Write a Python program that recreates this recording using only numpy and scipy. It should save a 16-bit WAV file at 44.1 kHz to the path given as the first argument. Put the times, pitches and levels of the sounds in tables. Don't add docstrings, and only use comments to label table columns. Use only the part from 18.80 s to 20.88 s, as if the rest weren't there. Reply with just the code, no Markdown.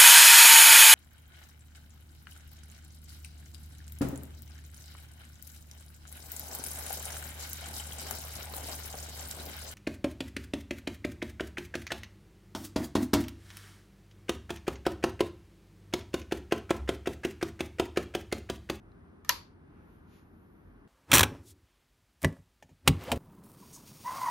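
import sys
import numpy as np
from scipy import signal
from scipy.fft import rfft, irfft, next_fast_len
from scipy.io import wavfile
from scipy.ndimage import uniform_filter1d, map_coordinates

SR = 44100
rng = np.random.default_rng(int(sys.argv[2]) if len(sys.argv) > 2 else 0)


def store_pcm(level_fs):
    pcm = np.round(np.clip(level_fs, -1, 1) * 32767).astype(np.int16)
    wavfile.write(sys.argv[1], SR, np.atleast_2d(pcm).T)


N = 91595
TIME = np.arange(N) / SR
FFT_SIZE = next_fast_len(N + 8192)
ATTACK_S = .0001


def amp(db):
    return 10 ** (np.asarray(db) / 20)


def unit(x):
    return x / np.sqrt(np.mean(x ** 2) + 1e-20)


def along(curve, hz):
    freqs, values = np.transpose(curve)
    return np.interp(np.log(hz + 1), np.log(freqs + 1), values)


def filtered(x, response):
    hz = np.fft.rfftfreq(FFT_SIZE, 1 / SR)
    return irfft(rfft(x, FFT_SIZE) * response(hz), FFT_SIZE)[..., :N]


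def causal(gain):
    cepstrum = irfft(np.log(np.maximum(gain, 1e-6)))
    n = np.arange(len(cepstrum))
    return np.exp(rfft(cepstrum * np.where(n == 0, 1, 2 * (n < len(n) // 2))))


def since(start):
    return np.maximum(TIME - start, 0)


def fade(t, t60, rise):
    return (1 - np.exp(-t / rise)) * np.exp(-np.log(1000) * t / t60)


def tilt(hz, slope_db):
    return amp(slope_db * np.log2(np.maximum(hz, 1000) / 3000))


def noise(spectrum, correlation, slope_db=0):
    def colour(hz):
        width = np.arccos(np.clip(along(correlation, hz), -1, 1)) / 2
        return amp(along(spectrum, hz)) * tilt(hz, slope_db) * [np.cos(width), np.sin(width)]
    mid, side = filtered(rng.standard_normal((2, N)), colour)
    return unit(np.array([mid + side, mid - side]))


def ring(modes, t, slope_db=0, spread_rad=.35):
    phases = spread_rad * rng.standard_normal((len(modes), 2, 1))
    return sum(amp(db) * tilt(hz, slope_db) * fade(t, t60, ATTACK_S) * np.sin(2 * np.pi * hz * t + phase)
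               for (hz, db, t60), phase in zip(modes, phases))


# (frequency [Hz], relative level [dB])
RUMBLE_EQ = [(20, -32), (33, -23), (44, 1), (58, -12), (82, -0.5), (122, -12), (160, -7.5), (250, -9),
             (390, -12.5), (520, -23.5), (1100, -24), (1500, -25.5), (2300, -36.5), (4000, -48),
             (7000, -55.5), (8300, -62), (9000, -44), (9600, -56.5), (12500, -53.5), (15000, -65)]
# (frequency [Hz], left-right correlation [-1..1])
RUMBLE_IMAGE = [(40, 0.97), (125, 0.986), (250, 0.78), (500, 0.13), (1500, .55), (10000, 0.42)]

def room_tone(level_db=-55.5, sway_db=.85, sway_rate_hz=5, left_lag_s=.0002):
    sway = map_coordinates(rng.standard_normal(64), [TIME * sway_rate_hz], mode="mirror")
    rumble = noise(RUMBLE_EQ, RUMBLE_IMAGE)
    rumble = filtered(rumble, lambda hz: np.exp(1j * np.pi * left_lag_s * np.outer([-1, 1], hz)))
    return amp(level_db + sway_db * sway) * rumble * amp([[.35], [-.35]])


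# (peak time [s], half-length [s], level [dB], tilt [dB/octave])
SLEEVE_MOVES = [(0.99, 0.073, -74, -7), (1.12, .075, -77, 0), (1.65, .24, -83, 4)]
# (frequency [Hz], relative level [dB])
CLOTH_EQ = [(300, -17), (1200, 0.5), (2500, 4.5), (4500, -8.5), (7000, -10.5), (8300, -31), (9500, -7.5),
            (12500, -1), (14000, -10.5), (15000, -27)]

def sleeves():
    return sum(amp(db) * np.exp(-((TIME - peak) / half) ** 2 / 2) * noise(CLOTH_EQ, [(1000, .33)], slope)
               for peak, half, db, slope in SLEEVE_MOVES)


# (frequency [Hz], relative level [dB])
BRUSH_EQ = [(400, -15), (1500, -2.5), (2400, 2.5), (3200, -2), (5000, -6.5), (7000, -8), (8300, -40),
            (9600, -9), (12500, -8.5), (14000, -15), (15000, -28)]

def hand_brush(peak_s=1.355, half_length_s=.05, level_db=-69):
    swell = np.exp(-((TIME - peak_s) / half_length_s) ** 2 / 2)
    return amp(level_db) * swell * noise(BRUSH_EQ, [(1000, .47)])


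# (frequency [Hz], level [dB], t60 [s])
KNOCK_MODES = [(170, -50, .18), (380, -50, .09), (580, -50, .08)]
# (frequency [Hz], relative level [dB])
SHUDDER_EQ = [(40, -29.5), (72, -1), (104, -4), (135, -20.5), (400, -43), (2000, -87)]

def chassis(shudder_db=-49.5):
    t = since(SWITCH_HITS[-1][0])
    knock = ring(KNOCK_MODES, t, spread_rad=.6)
    shudder = amp(shudder_db) * fade(t, t60=.79, rise=.056) * noise(SHUDDER_EQ, RUMBLE_IMAGE)
    return knock + shudder


# (frequency [Hz], level [dB], t60 [s])
FINGER_MODES = [(2810, -73, .015), (4050, -65, .025), (4900, -72, .015)]
# (frequency [Hz], level [dB], t60 [s])
PIVOT_MODES = [(1220, -51, .065), (1780, -52, .05), (2330, -57, .04)]
# (frequency [Hz], relative level [dB])
RUB_EQ = [(500, -21), (950, -10), (1220, 3.5), (1450, -6.5), (1750, 1), (2400, -12), (6000, -15.5),
          (12000, -23.5)]
# (frequency [Hz], left-right correlation [-1..1])
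SWITCH_IMAGE = [(300, 1), (1500, 0.82), (4000, 0.5505), (7000, 0.13), (12000, .65)]

def lever(touch_s=.1185, scuff_db=-58, peak_db=-50, build_db_per_s=1100):
    give_s, snap_s = SWITCH_HITS[0][0], SWITCH_HITS[1][0]
    tick = ring(FINGER_MODES, since(touch_s))
    pivot = ring(PIVOT_MODES, since(give_s))
    scuff = amp(scuff_db) * fade(since(give_s), t60=.14, rise=.0011)
    build = amp(peak_db - build_db_per_s * np.abs(snap_s - TIME))
    rub = (scuff + build) * (TIME < snap_s) * noise(RUB_EQ, SWITCH_IMAGE)
    return tick + pivot + rub


# (frequency [Hz], relative level [dB])
TAIL_EQ = [(150, -12), (550, -4), (720, -10.5), (950, 7), (1400, -2.5), (3200, -3.5), (4150, -1),
           (4520, 6.5), (4850, -0.5), (6200, -5.5), (7400, -8.5), (8400, -24), (9800, -8.5), (12400, -6),
           (13800, -14), (14800, -31.5)]
# (frequency [Hz], t60 [s])
TAIL_DECAY = [(300, .35), (2000, .31), (5000, 0.28), (12000, 0.22)]

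def room_tail(t, send_db=-34.5, rise_s=.0057):
    wash = noise(TAIL_EQ, correlation=[(100, .8), (600, -.1), (2000, .15), (10000, .15)])
    hz, _, bands = signal.stft(wash, SR, nperseg=256)
    age = t[np.minimum(np.arange(bands.shape[-1]) * 128, N - 1)]
    decay = np.exp(-np.log(1000) * age / along(TAIL_DECAY, hz)[:, None])
    tail = signal.istft(bands * decay, SR, nperseg=256)[1][:, :N]
    return amp(send_db) * (1 - np.exp(-t / rise_s)) * tail


# (frequency [Hz], relative level [dB], t60 [s])
PANEL_MODES = [(1003, -29.5, .07), (1085, -34, .06), (1375, -28, .035), (1690, -22, .018),
               (1850, -22.5, .024), (2355, -25.5, .032), (2840, -20.5, .026), (3311, -23.5, .035),
               (3945, -26, .032), (4817, -24, .028), (5670, -21.5, .026), (6080, -19, .014),
               (11970, -22.5, .015), (12500, -27.5, .018)]
# (frequency [Hz], relative level [dB], t60 [s])
CASE_MODES = [(921, -48, .28), (1002, -46, .28), (3305, -51, .23), (4131, -48, .22), (4440, -48, .22),
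              (4540, -43, .22)]

def metal_ring(t, slope_db, panel_db, case_db, low_cut_hz=990):
    panel = amp(panel_db) * ring(PANEL_MODES, t, slope_db)
    case = amp(case_db) * ring(CASE_MODES, t, spread_rad=.8)
    low_cut = signal.butter(4, low_cut_hz, "high", fs=SR, output="sos")
    return signal.sosfilt(low_cut, panel + case)


# (frequency [Hz], relative level [dB])
CRACK_EQ = [(100, -25.5), (400, -12.5), (760, -12.5), (1000, -2), (2000, 1), (3500, -0.5), (6000, 1),
            (7500, -2.5), (8400, -19), (9300, -8), (10900, -5.5), (12200, -2), (13700, -6.5), (15200, -22)]

def crack(envelope, correlation, slope_db, smooth_bins=2400):
    burst = envelope * noise([(1000, 0)], correlation)
    power = np.mean(np.abs(rfft(burst, FFT_SIZE)) ** 2, axis=0)
    flatten = np.sqrt(power.mean() / np.abs(uniform_filter1d(power, smooth_bins)))
    colour = lambda hz: unit(amp(along(CRACK_EQ, hz)) * tilt(hz, slope_db))
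    return filtered(burst, lambda hz: causal(colour(hz) * flatten))


# (time [s], gain [dB], tilt [dB/octave], panel gain [dB], case gain [dB])
SWITCH_HITS = [(0.4479, -33, 1.5, -10, -3), (0.4927, 0.5, 2.3, -2, -15.5), (0.4949, -0.5, -5, -5.5, 0)]
# (frequency [Hz], left over right [dB])
SWITCH_PAN = [(300, 5.5), (600, 2.5), (1000, 0), (2800, 0), (5000, 4), (6500, 3), (8000, 0.5),
              (12000, -0.5)]

def switch(crack_db=-13.5, bench_db=-28, bench_delay_s=.0025):
    bench_image = [(500, .081), (2000, .86), (6000, .2)]
    click = np.zeros((2, N))
    for start, db, slope_db, panel_db, case_db in SWITCH_HITS:
        t = since(start)
        direct = amp(crack_db) * crack(fade(t, t60=.008, rise=ATTACK_S), SWITCH_IMAGE, slope_db)
        metal = metal_ring(t, slope_db, panel_db, case_db)
        scatter = fade(since(start + bench_delay_s), t60=.05, rise=.001)
        bench = amp(bench_db) * crack(scatter, bench_image, slope_db)
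        click += amp(db) * (direct + metal + bench + room_tail(t))
    return filtered(click, lambda hz: amp(np.outer([.5, -.5], along(SWITCH_PAN, hz))))


def scene():
    return lever() + switch() + chassis() + sleeves() + hand_brush() + room_tone()


def record(dry):
    high_cut_hz = 15100
    return filtered(dry, lambda hz: causal(1 / np.sqrt(1 + (hz / high_cut_hz) ** 160)))


dry = scene()
out = record(dry)
store_pcm(out)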